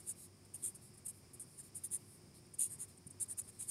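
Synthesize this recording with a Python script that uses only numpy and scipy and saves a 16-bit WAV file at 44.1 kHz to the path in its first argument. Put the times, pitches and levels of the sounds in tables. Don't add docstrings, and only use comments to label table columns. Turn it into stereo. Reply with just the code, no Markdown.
import sys
import numpy as np
from scipy import signal
from scipy.fft import rfft, irfft
from scipy.io import wavfile

SR = 44100
rng = np.random.default_rng(int(sys.argv[2]) if len(sys.argv) > 2 else 0)


def generate_wav(sig):
    pcm = np.round(np.clip(np.atleast_2d(sig).T, -1, 1) * 32767).astype(np.int16)
    wavfile.write(sys.argv[1], SR, pcm)


def undo_db(level):
    steps = np.asarray(level, float) / 20
    return 10 ** steps


N = 163170

# start in seconds, length in seconds, level in dB,
# fastest moment as a share of the stroke (0-1), breadth of the sound in dB per octave.
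TIP_STROKES = [(-0.02, 0.051, -46.5, 0.22, 8), (0.046, 0.086, -35.5, 0.61, 4.5),
               (0.449, 0.029, -57, 0.06, 9), (0.537, 0.04, -38.5, 0.3, 5.5), (0.62, 0.094, -33, 0.39, 3.5),
               (0.746, 0.037, -46, 0.19, 6), (0.936, 0.038, -55, 0.2, 9), (0.972, 0.035, -52, 0.22, 7),
               (1.035, 0.043, -37.5, 0.73, 5), (1.079, 0.045, -37, 0.19, 4.5),
               (1.333, 0.037, -46.5, 0.2, 2), (1.395, 0.062, -40.5, 0.15, 1),
               (1.548, 0.076, -42.5, 0.71, 7), (1.741, 0.061, -39.5, 0.42, 4),
               (1.835, 0.051, -35.5, 0.2, 4.5), (1.9, 0.083, -33.5, 0.48, 4),
               (2.536, 0.023, -43.5, 0.3, 1.5), (2.583, 0.11, -28, 0.29, -2),
               (2.686, 0.085, -40, 0.47, 1.5), (2.776, 0.088, -39.5, 0.5, 2.5),
               (2.953, 0.035, -51, 0.77, -7), (3.063, 0.019, -43.5, 0.51, -11),
               (3.103, 0.019, -43, 0.2, -6), (3.196, 0.056, -31.5, 0.42, -3),
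               (3.272, 0.073, -37, 0.55, 2.5), (3.365, 0.048, -34, 0.58, -0.5),
               (3.414, 0.0059, -41.5, 0.7, 4.5), (3.468, 0.044, -45, 0.5, 3),
               (3.586, 0.075, -37.5, 0.35, 1.5), (3.65, 0.12, -26, 0.66, 2.5)]
# frequency in Hz, gain in dB.
TIP_COLOUR = [(1000, -20), (2000, -17.5), (3600, -16), (5650, -15), (6150, -5), (8700, 1.5), (11400, 0),
              (15500, -26)]


def tip_strokes():
    return rub(TIP_STROKES, TIP_COLOUR, per_speed=1.61, snags_per_s=5000, spread_db=0.5, shade_db=0)


# time in seconds, peak level in dB.
HARD_SNAGS = [(0.0036, -38.5), (0.0753, -32.0), (0.0851, -28.0), (0.0928, -28.0), (0.0989, -25.0),
              (0.1191, -31.0), (0.6408, -22.5), (0.6519, -22.0), (0.6613, -19.0), (0.668, -22.5),
              (1.0632, -28.0), (1.0713, -33.0), (1.0835, -29.0), (1.3345, -39.5), (1.7696, -28.5),
              (1.847, -23.5), (1.8513, -25.5), (1.9305, -26.5), (1.9334, -24.0), (1.9385, -24.5),
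              (1.9467, -24.5), (2.5413, -35.0), (2.5946, -20.0), (2.6082, -19.5), (2.6126, -18.5),
              (2.6165, -17.5), (2.6229, -21.0), (2.6306, -17.5), (2.6348, -18.0), (2.6429, -20.0),
              (2.6558, -23.0), (2.6645, -28.0), (3.109, -35.0), (3.2005, -31.5), (3.2248, -23.0),
              (3.2299, -22.0), (3.2334, -24.5), (3.2374, -28.5), (3.289, -34.5), (3.2988, -30.0),
              (3.3135, -27.5), (3.3892, -25.5), (3.3929, -25.0), (3.3962, -21.0), (3.4153, -31.0),
              (3.6072, -27.5), (3.6288, -30.0), (3.6885, -27.0), (3.6926, -24.5), (3.6975, -23.0)]
SNAG_DB, SNAG_SHEET_DB, SNAG_BREADTH_DB = -2, -6, -7
SNAG_S = 0.0009


def hard_snags():
    out = np.zeros((2, N + SR))
    tear_shape = np.hanning(round(2 * SNAG_S * SR))
    for s, peak_db in HARD_SNAGS:
        taps = response(TIP_COLOUR, 0, SNAG_SHEET_DB, SNAG_BREADTH_DB, line_tilt(s))
        tear = tear_shape * rng.standard_normal(len(tear_shape))
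        tick = signal.fftconvolve(taps, tear[None], axes=1)
        at = max(round((s - SNAG_S) * SR), 0)
        out[:, at:at + tick.shape[1]] += undo_db(peak_db + SNAG_DB) * tick / abs(tick[0]).max()
    return out[:, :N]


# start in seconds, length in seconds, level in dB,
# fastest moment as a share of the slide (0-1).
HAND_SLIDES = [(-0.008, 0.15, -56, 0.58), (0.128, 0.15, -49.5, 0.67), (0.561, 0.18, -54.5, 0.44),
               (0.812, 0.11, -55.5, 0.27), (1.127, 0.11, -60, 0.32), (1.436, 0.22, -59, 0.43),
               (1.626, 0.081, -54.5, 0.28), (1.781, 0.099, -61, 0.4), (1.975, 0.076, -61.5, 0.4),
               (1.998, 0.2, -57, 0.62), (2.342, 0.08, -56.5, 0.22), (2.458, 0.013, -60.5, 0.7),
               (2.879, 0.087, -57, 0.1), (3.24, 0.029, -56, 0.76), (3.425, 0.052, -56.5, 0.55),
               (3.518, 0.23, -61.5, 0.15), (3.62, 0.083, -50, 0.1), (2.64, 0.065, -49, 0.06)]
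# frequency in Hz, gain in dB.
HAND_COLOUR = [(1500, -48), (4000, 6), (6200, 3), (8700, 4), (11400, 7), (13400, 2), (15500, -16)]


def hand_slides():
    return rub(HAND_SLIDES, HAND_COLOUR, per_speed=0.92, snags_per_s=25000, spread_db=1, shade_db=-1.5)


def rub(rows, colour, per_speed, snags_per_s, spread_db, shade_db):
    out = np.zeros((2, N + 2 * SR))
    for start, length, level_db, fastest, *breadth in rows:
        chance = rng.random((SR // 4, 3))
        u = np.arange(0, min(length, 0.24), 1 / SR) / length
        bend = np.log(0.5) / np.log(np.clip(fastest, 0.05, 0.95))
        speed = np.sin(np.pi * u ** bend)
        when, how, sign = chance[:len(u)].T
        strength = undo_db(-spread_db * np.log(np.maximum(how, 0.01)))
        snags = (when < snags_per_s / SR) * strength * np.sign(sign - 0.5)
        drive = evened(snags) * abs(speed) ** per_speed
        taps = response(colour, shade_db, -3, sum(breadth), line_tilt(start))
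        sound = signal.fftconvolve(drive[None], taps / np.linalg.norm(taps[0]), axes=1)
        at = SR + round(start * SR)
        out[:, at:at + sound.shape[1]] += undo_db(level_db) * sound
    return out[:, SR:SR + N]


def line_tilt(s):
    return -1.5 if s > 2.2 else 3


# frequency in Hz, gain in dB.
LEFT_PORT = [(5700, -1), (6700, 9), (7750, 9.5), (8800, 18.5), (9750, 17), (10400, 10.5), (11500, 6),
             (13500, 3.5)]
# frequency in Hz, gain in dB.
RIGHT_SHADE = [(2000, -8), (3600, -2), (5600, 1.3), (6300, -2), (8700, -1), (9500, -16.5), (12500, -20.5),
               (15000, -23)]
# frequency in Hz, width in Hz, depth in dB.
RIGHT_DIPS = [(8100, 230, -19), (11500, 500, -9)]
SHEET_T60, SHEET_SAME = 0.018, 0.5
CENTRE_HZ = 8600


def response(colour, shade_db, sheet_db, breadth_db, tilt_db):
    size = 2048
    hz, lag = np.fft.rfftfreq(size, 1 / SR), np.arange(size) / SR
    ring = rng.standard_normal((2, size))
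    octaves = np.log2(np.clip(hz, 1500, 16000) / CENTRE_HZ)
    own = read(colour, hz) + breadth_db * abs(octaves) + tilt_db * octaves
    dips = sum(db / (1 + (2 * (hz - f_hz) / width) ** 2) for f_hz, width, db in RIGHT_DIPS)
    tail = (ring + SHEET_SAME * ring[::-1]) * undo_db(-60 * lag / SHEET_T60)
    sheet = 1 + undo_db(sheet_db) * rfft(tail / np.linalg.norm(tail, axis=1, keepdims=True))
    left = causal(own + read(LEFT_PORT, hz))
    right = causal(own + read(RIGHT_SHADE, hz) + dips + shade_db)
    return irfft(sheet * [left, right])


# time in seconds, peak level in dB, pitch in Hz.
DESK_THUMPS = [
    (1.914, -54, 149),
    (2.2415, -52, 146),
    (2.321, -56, 138),
    (2.3422, -56, 117),
    (3.0658, -47, 145),
]


def thumps():
    out, t = np.zeros(N), np.arange(N) / SR
    for s, peak_db, hz in DESK_THUMPS:
        u = (np.pi * hz * (t - s)) ** 2
        out -= undo_db(peak_db) * (1 - 2 * u) * np.exp(-u)
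    return out


# frequency in Hz, level in dB per Hz.
ROOM_AIR = [(25, -101), (70, -89.5), (110, -82), (200, -84), (480, -94), (1500, -101), (4000, -108.5),
            (15500, -117)]
# frequency in Hz, width in Hz, left level in dB, right level in dB.
ROOM_HUMPS = [(98.7, 11.6, -73.5, -74.5), (142, 16, -81.5, -81.5), (372, 94, -109, -85),
              (1140, 440, -96.5, -105.5), (2295, 500, -104, -104), (4970, 790, -97.5, -100.5),
              (5310, 930, -99, -98), (7940, 9200, -121, -113)]
# frequency in Hz, likeness (1 same, 0 unrelated, -1 opposite).
LIKENESS = [(30, 1), (100, 0.92), (200, 1), (380, 0.03), (700, -0.095), (1300, -0.6), (2400, 0.072),
            (5000, 0.028)]
AIR_DB, SWELL_DB = -4, 0.6
HUM_HZ, HUM_WIDTH_HZ, HUM_BLUR = 360, 16, 0.75
HUM_DB, HUM_LEAD = [-78, -69.5], 1.6


def room():
    hz, t = np.fft.rfftfreq(N, 1 / SR), np.arange(N) / SR
    power = undo_db(read(ROOM_AIR, hz)) ** 2 * np.ones((2, 1))
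    power[0] *= undo_db(read(LEFT_PORT, hz)) ** 2
    for f_hz, width, left_db, right_db in ROOM_HUMPS:
        hump = 1 / (1 + (2 * (hz - f_hz) / width) ** 2) ** 2
        power += undo_db(np.array([[left_db], [right_db]])) ** 2 * hump
    a, b = rfft(rng.standard_normal((2, N)))
    same = np.clip(read(LIKENESS, hz), -1, 1)
    pair = np.array([a, same * a + np.sqrt(1 - same ** 2) * b])
    air = irfft(pair * np.sqrt(power * SR / 2), N)
    line = rfft(rng.standard_normal(N)) / (1 + (2 * (hz - HUM_HZ) / HUM_WIDTH_HZ) ** 2)
    hum = []
    for lead in (HUM_LEAD, 0):
        blur = evened(irfft(line * np.exp(1j * lead), N))
        hum.append(HUM_BLUR * blur + np.cos(2 * np.pi * HUM_HZ * t + lead))
    return air * undo_db(AIR_DB + SWELL_DB * drift(29.64)) + undo_db(np.array(HUM_DB))[:, None] * hum


def drift(per_s):
    t = np.arange(N) / SR
    rates = np.geomspace(per_s / 20, per_s, num=16)
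    return evened(sum(np.sin(2 * np.pi * (f * t + rng.random())) / np.sqrt(f) for f in rates))


def evened(x):
    return x / np.sqrt(np.mean(x ** 2) + 1e-20)


def read(points, hz):
    f, value = np.transpose(points)
    return np.interp(np.log(hz + 1), np.log(f + 1), value)


def causal(db):
    cep = irfft(db * np.log(10) / 20)
    cep[1:len(cep) // 2] *= 2
    cep[len(cep) // 2 + 1:] = 0
    return np.exp(rfft(cep))


def scene():
    return tip_strokes() + hard_snags() + hand_slides() + thumps() + room()


def band_limit(x):
    return signal.sosfilt(signal.butter(12, 15770, fs=SR, output="sos"), x)


def record(dry):
    edge = signal.firwin(511, 15780, window=("kaiser", 9), fs=SR)
    mix = signal.oaconvolve(dry, edge[None], "same")
    return band_limit(mix)


dry = scene()
out = record(dry)
generate_wav(out)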